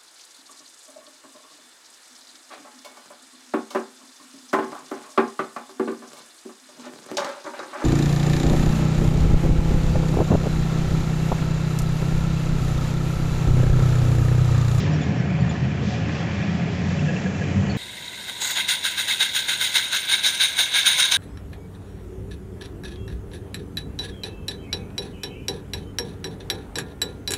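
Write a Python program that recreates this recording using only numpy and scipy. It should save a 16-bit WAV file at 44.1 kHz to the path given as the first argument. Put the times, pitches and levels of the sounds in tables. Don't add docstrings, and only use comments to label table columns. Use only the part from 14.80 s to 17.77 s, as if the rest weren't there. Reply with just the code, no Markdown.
import sys
import numpy as np
from scipy import signal
from scipy.fft import rfft, irfft
from scipy.io import wavfile
from scipy.ndimage import uniform_filter1d

SR = 44100
rng = np.random.default_rng(int(sys.argv[2]) if len(sys.argv) > 2 else 0)


def generate_wav(sig):
    pcm = np.round(np.clip(np.atleast_2d(sig).T, -1, 1) * 32767).astype(np.int16)
    wavfile.write(sys.argv[1], SR, pcm)


def ratio(d):
    e = np.asarray(d, float) / 20
    return 10 ** e


N = 130977

# time in seconds, level in dB.
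LEAK_GUSTS = [(0, -37.5), (.1, -45.5), (.3, -48), (.6, -55), (.76, -48), (.98, -51.5), (1.06, -40),
              (1.17, -41), (1.24, -48), (1.34, -43), (1.5, -47), (1.75, -50), (2.0, -49), (2.07, -47),
              (2.4, -48), (2.97, -54)]
# frequency in Hz, density in dB per Hz.
LEAK_SPECTRUM = [(1500, -7), (3000, 1.5), (4500, -2), (6000, -4.5), (7300, -11), (8600, -9.5)]
# start in seconds, length in seconds, level in dB, frequency in Hz.
BUMPS = [(.08, 0.14, -23, 150.7), (0.36, 0.098, -23, 125.6), (0.587, 0.099, -21.5, 175.2),
         (.58, 0.1, -21.5, 126.5), (.8, 0.11, -23.5, 130), (.8, 0.112, -26.5, 200), (1.65, 0.1, -26, 200),
         (1.8, 0.065, -29, 170), (2.2, .12, -23, 151.8), (2.7, 0.15, -24, 198.2),
         (2.74, 0.091, -22.5, 97.8), (2.9, 0.057, -24.5, 96.6), (1.07, 0.1, -40, 730),
         (.96, 0.078, -45, 705), (1.0, .07, -40, 450), (1.0, .06, -39, 480), (1.13, 0.076, -39, 425),
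         (1.18, .07, -38, 545), (1.52, .08, -41.5, 565), (1.5, 0.2, -30, 200), (1.35, 0.16, -31.5, 170),
         (.3, 0.088, -30, 185), (2.6, 0.1, -24, 148), (1.0, .12, -30, 205), (1.6, .06, -43, 640),
         (0.7, 0.067, -40, 700), (.2, 0.045, -31, 160), (.48, 0.062, -27, 120), (.48, 0.083, -27, 186.6),
         (1.86, 0.091, -38.5, 415), (1.24, 0.09, -33.5, 294), (.5, .25, -44.5, 560), (.42, 0.14, -46, 700),
         (1.85, 0.056, -41.5, 670), (1.95, 0.088, -43.5, 560), (.03, 0.21, -34.5, 276.3),
         (.38, 0.074, -33, 150), (1.78, 0.075, -25.5, 137.4)]
# start in seconds, length in seconds, level in dB, pitch in Hz.
SQUEAKS = [(.055, 0.025, -50, 3590), (.11, 0.04, -50.5, 7140), (0.118, .04, -49.5, 5660),
           (.125, .05, -50, 5520), (.208, .03, -40.5, 3480), (.218, 0.03, -43.5, 3250),
           (0.214, 0.014, -43.5, 7050), (.226, 0.022, -44.5, 6850), (.365, 0.045, -52, 5470),
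           (.372, .04, -52, 5600), (0.597, .028, -50, 7140), (.604, 0.024, -46, 4410),
           (0.69, 0.028, -43, 3480), (.691, 0.0158, -41, 7080), (0.706, 0.014, -45, 6980),
           (.71, 0.0078, -48, 4100), (.704, 0.013, -43, 3290), (0.632, 0.027, -37.5, 1796),
           (2.893, 0.022, -39, 4430), (2.911, 0.012, -39, 4400), (2.904, 0.018, -45, 4150),
           (2.919, 0.03, -47, 4330)]
# frequency in Hz, width in Hz.
TRIM_MODES = [(497, 35), (695, 45), (1670, 130), (2670, 170)]
# start in seconds, length in seconds, then levels in dB of low modes, third mode, top mode.
CREAKS = [
    (2.1, .015, -38.5, -41, -44),
    (2.186, 0.011, -61, -47, -32.5),
    (2.274, 0.029, -31.5, -31, -35.5),
    (2.332, 0.0055, -34.5, -34, -40),
    (2.363, 0.0079, -41, -42, -30),
    (2.38, 0.0073, -48, -46, -40),
    (2.454, 0.02, -32.5, -30, -42),
    (2.51, 0.011, -43, -41, -49.5),
    (2.545, 0.01, -43, -50, -38.5),
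    (2.614, 0.012, -35, -29.5, -42),
]
# frequency in Hz, density in dB per Hz.
RUMBLE_SPECTRUM = [(20, -31.5), (45, -22.5), (64, -16.5), (86, -2), (190, -2.5), (340, -13.5), (680, -22),
                   (1000, -36)]
# frequency in Hz, width in Hz, lift in dB.
CAB_MODES = [(128.7, 18, 3), (156.7, 25, 4.5), (201.2, 12, 5), (289, 48, 1.5), (426, 29, 4.5),
             (559.5, 30, 7.5), (708, 22, 6), (747, 37, 3.5)]
# frequency in Hz, density in dB per Hz.
CLATTER_SPECTRUM = [(700, -4), (1020, -9.5), (1720, -8.5), (2470, -9), (3350, -17.5), (3800, -23),
                    (7450, -29.5), (8600, -31.5)]
# frequency in Hz, width in Hz, lift in dB.
PANEL_MODES = [(1065, 36, 3), (1710, 70, 6), (1900, 70, 5), (2413, 36, 7), (2600, 40, 4), (3004, 45, 5),
               (3290, 35, 5), (3460, 28, 7), (4023, 35, 8), (4410, 50, 4), (4721, 14, 4), (4803, 45, 5),
               (5570, 35, 3)]
# time in seconds, engine load in dB, road roughness in dB, valve clatter in dB.
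DRIVE = [(0, -1, 2, 0), (.2, -2, 0.5, -0.5), (.4, -9, 0.5, -0.5), (.6, 0.5, -0.5, 0), (.9, -3, -0.5, -0.5),
         (1.2, -0.5, 0, 0.7), (1.4, -1.5, -0.5, 1.5), (1.6, 0, -1.5, 1), (1.8, -2, 0, 0.5),
         (2.1, 0, -1, 0.3), (2.4, -4, -1.5, 0.5), (2.65, -1, 0, 0), (2.97, -0.5, 0, 0.5)]
# multiple of the firing rate, level in dB rms.
ENGINE_ORDERS = [(1 / 2, -54.5), (1, -32), (4 / 3, -34.5), (5 / 3, -37.5), (2, -29.5), (7 / 3, -40.5),
                 (2.5, -52.5), (4.5, -49)]
# frequency in Hz, gain in dB.
BAND_EDGE = [(7300, 0), (7700, -4.5), (7930, -13.5), (8000, -19), (8070, -16.5), (8300, -21), (8420, -36.5),
             (8600, -57)]


def evened(x):
    return x / np.sqrt(np.mean(x ** 2) + 1e-20)


def read(points, hz):
    point_hz, db = np.transpose(points)
    return np.interp(np.log(hz + 1), np.log(point_hz + 1), db)


def curve(table, column):
    rows = np.array(table)
    return np.interp(np.arange(N) / SR, rows[:, 0], rows[:, column])


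def add(mix, start_s, sound):
    part = mix[round(start_s * SR):][:len(sound)]
    part += sound[:len(part)]


def slow(top_hz):
    t = np.arange(0, N + 64, 64) / SR
    wave = 0
    for hz in np.geomspace(0.4, top_hz, 24):
        wave = wave + np.sin(2 * np.pi * (hz * t + rng.random())) / np.sqrt(hz)
    return np.interp(np.arange(N) / SR, t, evened(wave))


def colour(x, spectrum, modes):
    hz = np.fft.rfftfreq(N, 1 / SR)
    lift_db = sum(db / (1 + (2 * (hz - mode_hz) / width_hz) ** 2) for mode_hz, width_hz, db in modes)
    return evened(irfft(rfft(x) * ratio(read(spectrum, hz) + lift_db), N))


def ring(x, hz, width_hz):
    turn = np.exp(2j * np.pi * hz * np.arange(len(x)) / SR)
    pole = np.exp(-np.pi * width_hz / SR)
    return 2 * (turn * signal.lfilter([1 - pole], [1, -pole], x / turn)).real


def patchy(x, depth_db):
    z = signal.stft(x, nperseg=512, noverlap=384)[2]
    patches = rng.standard_normal(z.shape[::-1]).T
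    patches = uniform_filter1d(patches, size=4, axis=0)
    patches = evened(uniform_filter1d(patches, size=30, axis=1))
    return evened(signal.istft(z * ratio(depth_db * patches), nperseg=512, noverlap=384)[1][:N])


def seal():
    centre_hz, width_hz, level_db = 6570, 3100, -61
    lift_s, lift_db, rise_s = 2.03, 10, 0.06
    air = ring(ring(rng.standard_normal(N), centre_hz, width_hz), centre_hz, width_hz)
    lifted = np.clip((np.arange(N) / SR - lift_s) / rise_s, 0, 1)
    return ratio(level_db + lift_db * lifted) * evened(air)


def leak():
    spectrum = [(500, -53.0)] + list(LEAK_SPECTRUM) + [(9000, -78.5)]
    air = colour(rng.standard_normal(N), spectrum, [(4970, 60, 4.2), (5520, 85, 6.3)])
    return ratio(curve(LEAK_GUSTS, 1) + 1.6 * slow(25)) * air


def buzz():
    centre_hz, width_hz, level_db = 710, 90, -47
    peak_s, spread_s = 1.0, 0.8
    shake = ring(ring(rng.standard_normal(N), centre_hz, width_hz), centre_hz, 2 * width_hz)
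    swell = np.exp(-((np.arange(N) / SR - peak_s) / spread_s) ** 2)
    return ratio(level_db + 2.9 * slow(9)) * swell * evened(shake)


def bump(length_s, db, hz):
    t = np.arange(0, length_s, 1 / SR)
    arch = np.sin(np.pi * (t / length_s) ** 0.96)
    return np.sqrt(2) * ratio(db) * arch * np.sin(2 * np.pi * hz * t)


def squeak(length_s, db, hz):
    width_hz, fuzz_share, pitch_waver, arch_power = 180, 0.3, 0.004, 0.7
    t = np.arange(0, length_s, 1 / SR)
    noise = ring(ring(rng.standard_normal(4000), hz, width_hz), hz, 3 * width_hz)
    fuzz = evened(noise)[-len(t):]
    waver = evened(uniform_filter1d(np.roll(fuzz, 200) ** 2 - 1, size=150))
    tone = np.sqrt(2) * np.sin(2 * np.pi * np.cumsum(hz * (1 + pitch_waver * waver)) / SR)
    arch = np.sin(np.pi * t / length_s) ** arch_power
    return ratio(db) * arch * ((1 - fuzz_share) * tone + fuzz_share * fuzz)


def creak(length_s, low_db, third_db, top_db):
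    slips_per_s, slip_depth = 120, 0.25
    t = np.arange(4000) / SR
    rub = 1 + 0.5 * evened(uniform_filter1d(rng.standard_normal(4000), size=90))
    arch = np.sin(np.pi * np.minimum(t / length_s, 1)) ** 0.5
    stroke = rub * arch * (1 + slip_depth * np.cos(2 * np.pi * slips_per_s * t))
    out = 0
    for (hz, width_hz), db in zip(TRIM_MODES, (low_db, low_db - 5, third_db, top_db)):
        mode = ring(stroke * np.sin(2 * np.pi * hz * t), hz, width_hz)
        out = out + np.sqrt(2) * ratio(db) * mode / abs(mode).max()
    return out


def rumble():
    lumps_db = curve(DRIVE, 2) + 0.56 * slow(12)
    spectrum = [(5, -70.5)] + list(RUMBLE_SPECTRUM) + [(1600, -85.0)]
    return ratio(-25 + lumps_db) * colour(rng.standard_normal(N), spectrum, CAB_MODES)


def firings():
    start_hz, rise_hz_per_s, wander = 74.07, 7.25, 0.0026
    rate_hz = (start_hz + rise_hz_per_s * np.arange(N) / SR) * (1 + wander * slow(6))
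    return np.cumsum(rate_hz) / SR


def clatter(turns):
    pulsed_share, tick_share, ticks_per_s, level_db = 0.092, 0.26, 900, -37
    gate = 1 - pulsed_share + pulsed_share * 3 * np.exp(-(turns % 1) / 0.3)
    tick_size = ratio(3.0 * np.minimum(rng.exponential(1, N), 4))
    ticks = tick_size * (rng.random(N) < ticks_per_s / SR) * rng.choice([-1, 1], N)
    puffs = evened(gate * rng.standard_normal(N))
    strikes = np.sqrt(1 - tick_share) * puffs + np.sqrt(tick_share) * evened(ticks)
    spectrum = [(350, -44.0)] + list(CLATTER_SPECTRUM) + [(9000, -89)]
    ringing = patchy(colour(strikes, spectrum, PANEL_MODES), depth_db=1.28)
    return ratio(level_db + curve(DRIVE, 3) + 0.5 * slow(14)) * ringing


def drone(turns):
    orders = 0
    for multiple, db in ENGINE_ORDERS:
        level = np.sqrt(2) * ratio(db + 1.5 * slow(6.2))
        orders = orders + level * np.sin(2 * np.pi * (multiple * turns + rng.random()))
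    return ratio(curve(DRIVE, 1)) * orders


def scene():
    events = np.zeros(N)
    for rows, source in ((BUMPS, bump), (SQUEAKS, squeak), (CREAKS, creak)):
        for start_s, *settings in rows:
            add(events, start_s, source(*settings))
    turns = firings()
    air = seal() + leak()
    return (air + buzz() + events + rumble() + clatter(turns) + drone(turns))[None]


def top_cut(x):
    return signal.sosfilt(signal.butter(12, 8410, fs=SR, output="sos"), x)


def record(dry):
    hz = np.fft.rfftfreq(2048, 1 / SR)
    taps = np.roll(irfft(ratio(read(BAND_EDGE, hz))), 1024) * np.hanning(2048)
    mix = signal.oaconvolve(dry, taps[None], "same")
    return top_cut(mix)


dry = scene()
out = record(dry)
generate_wav(out)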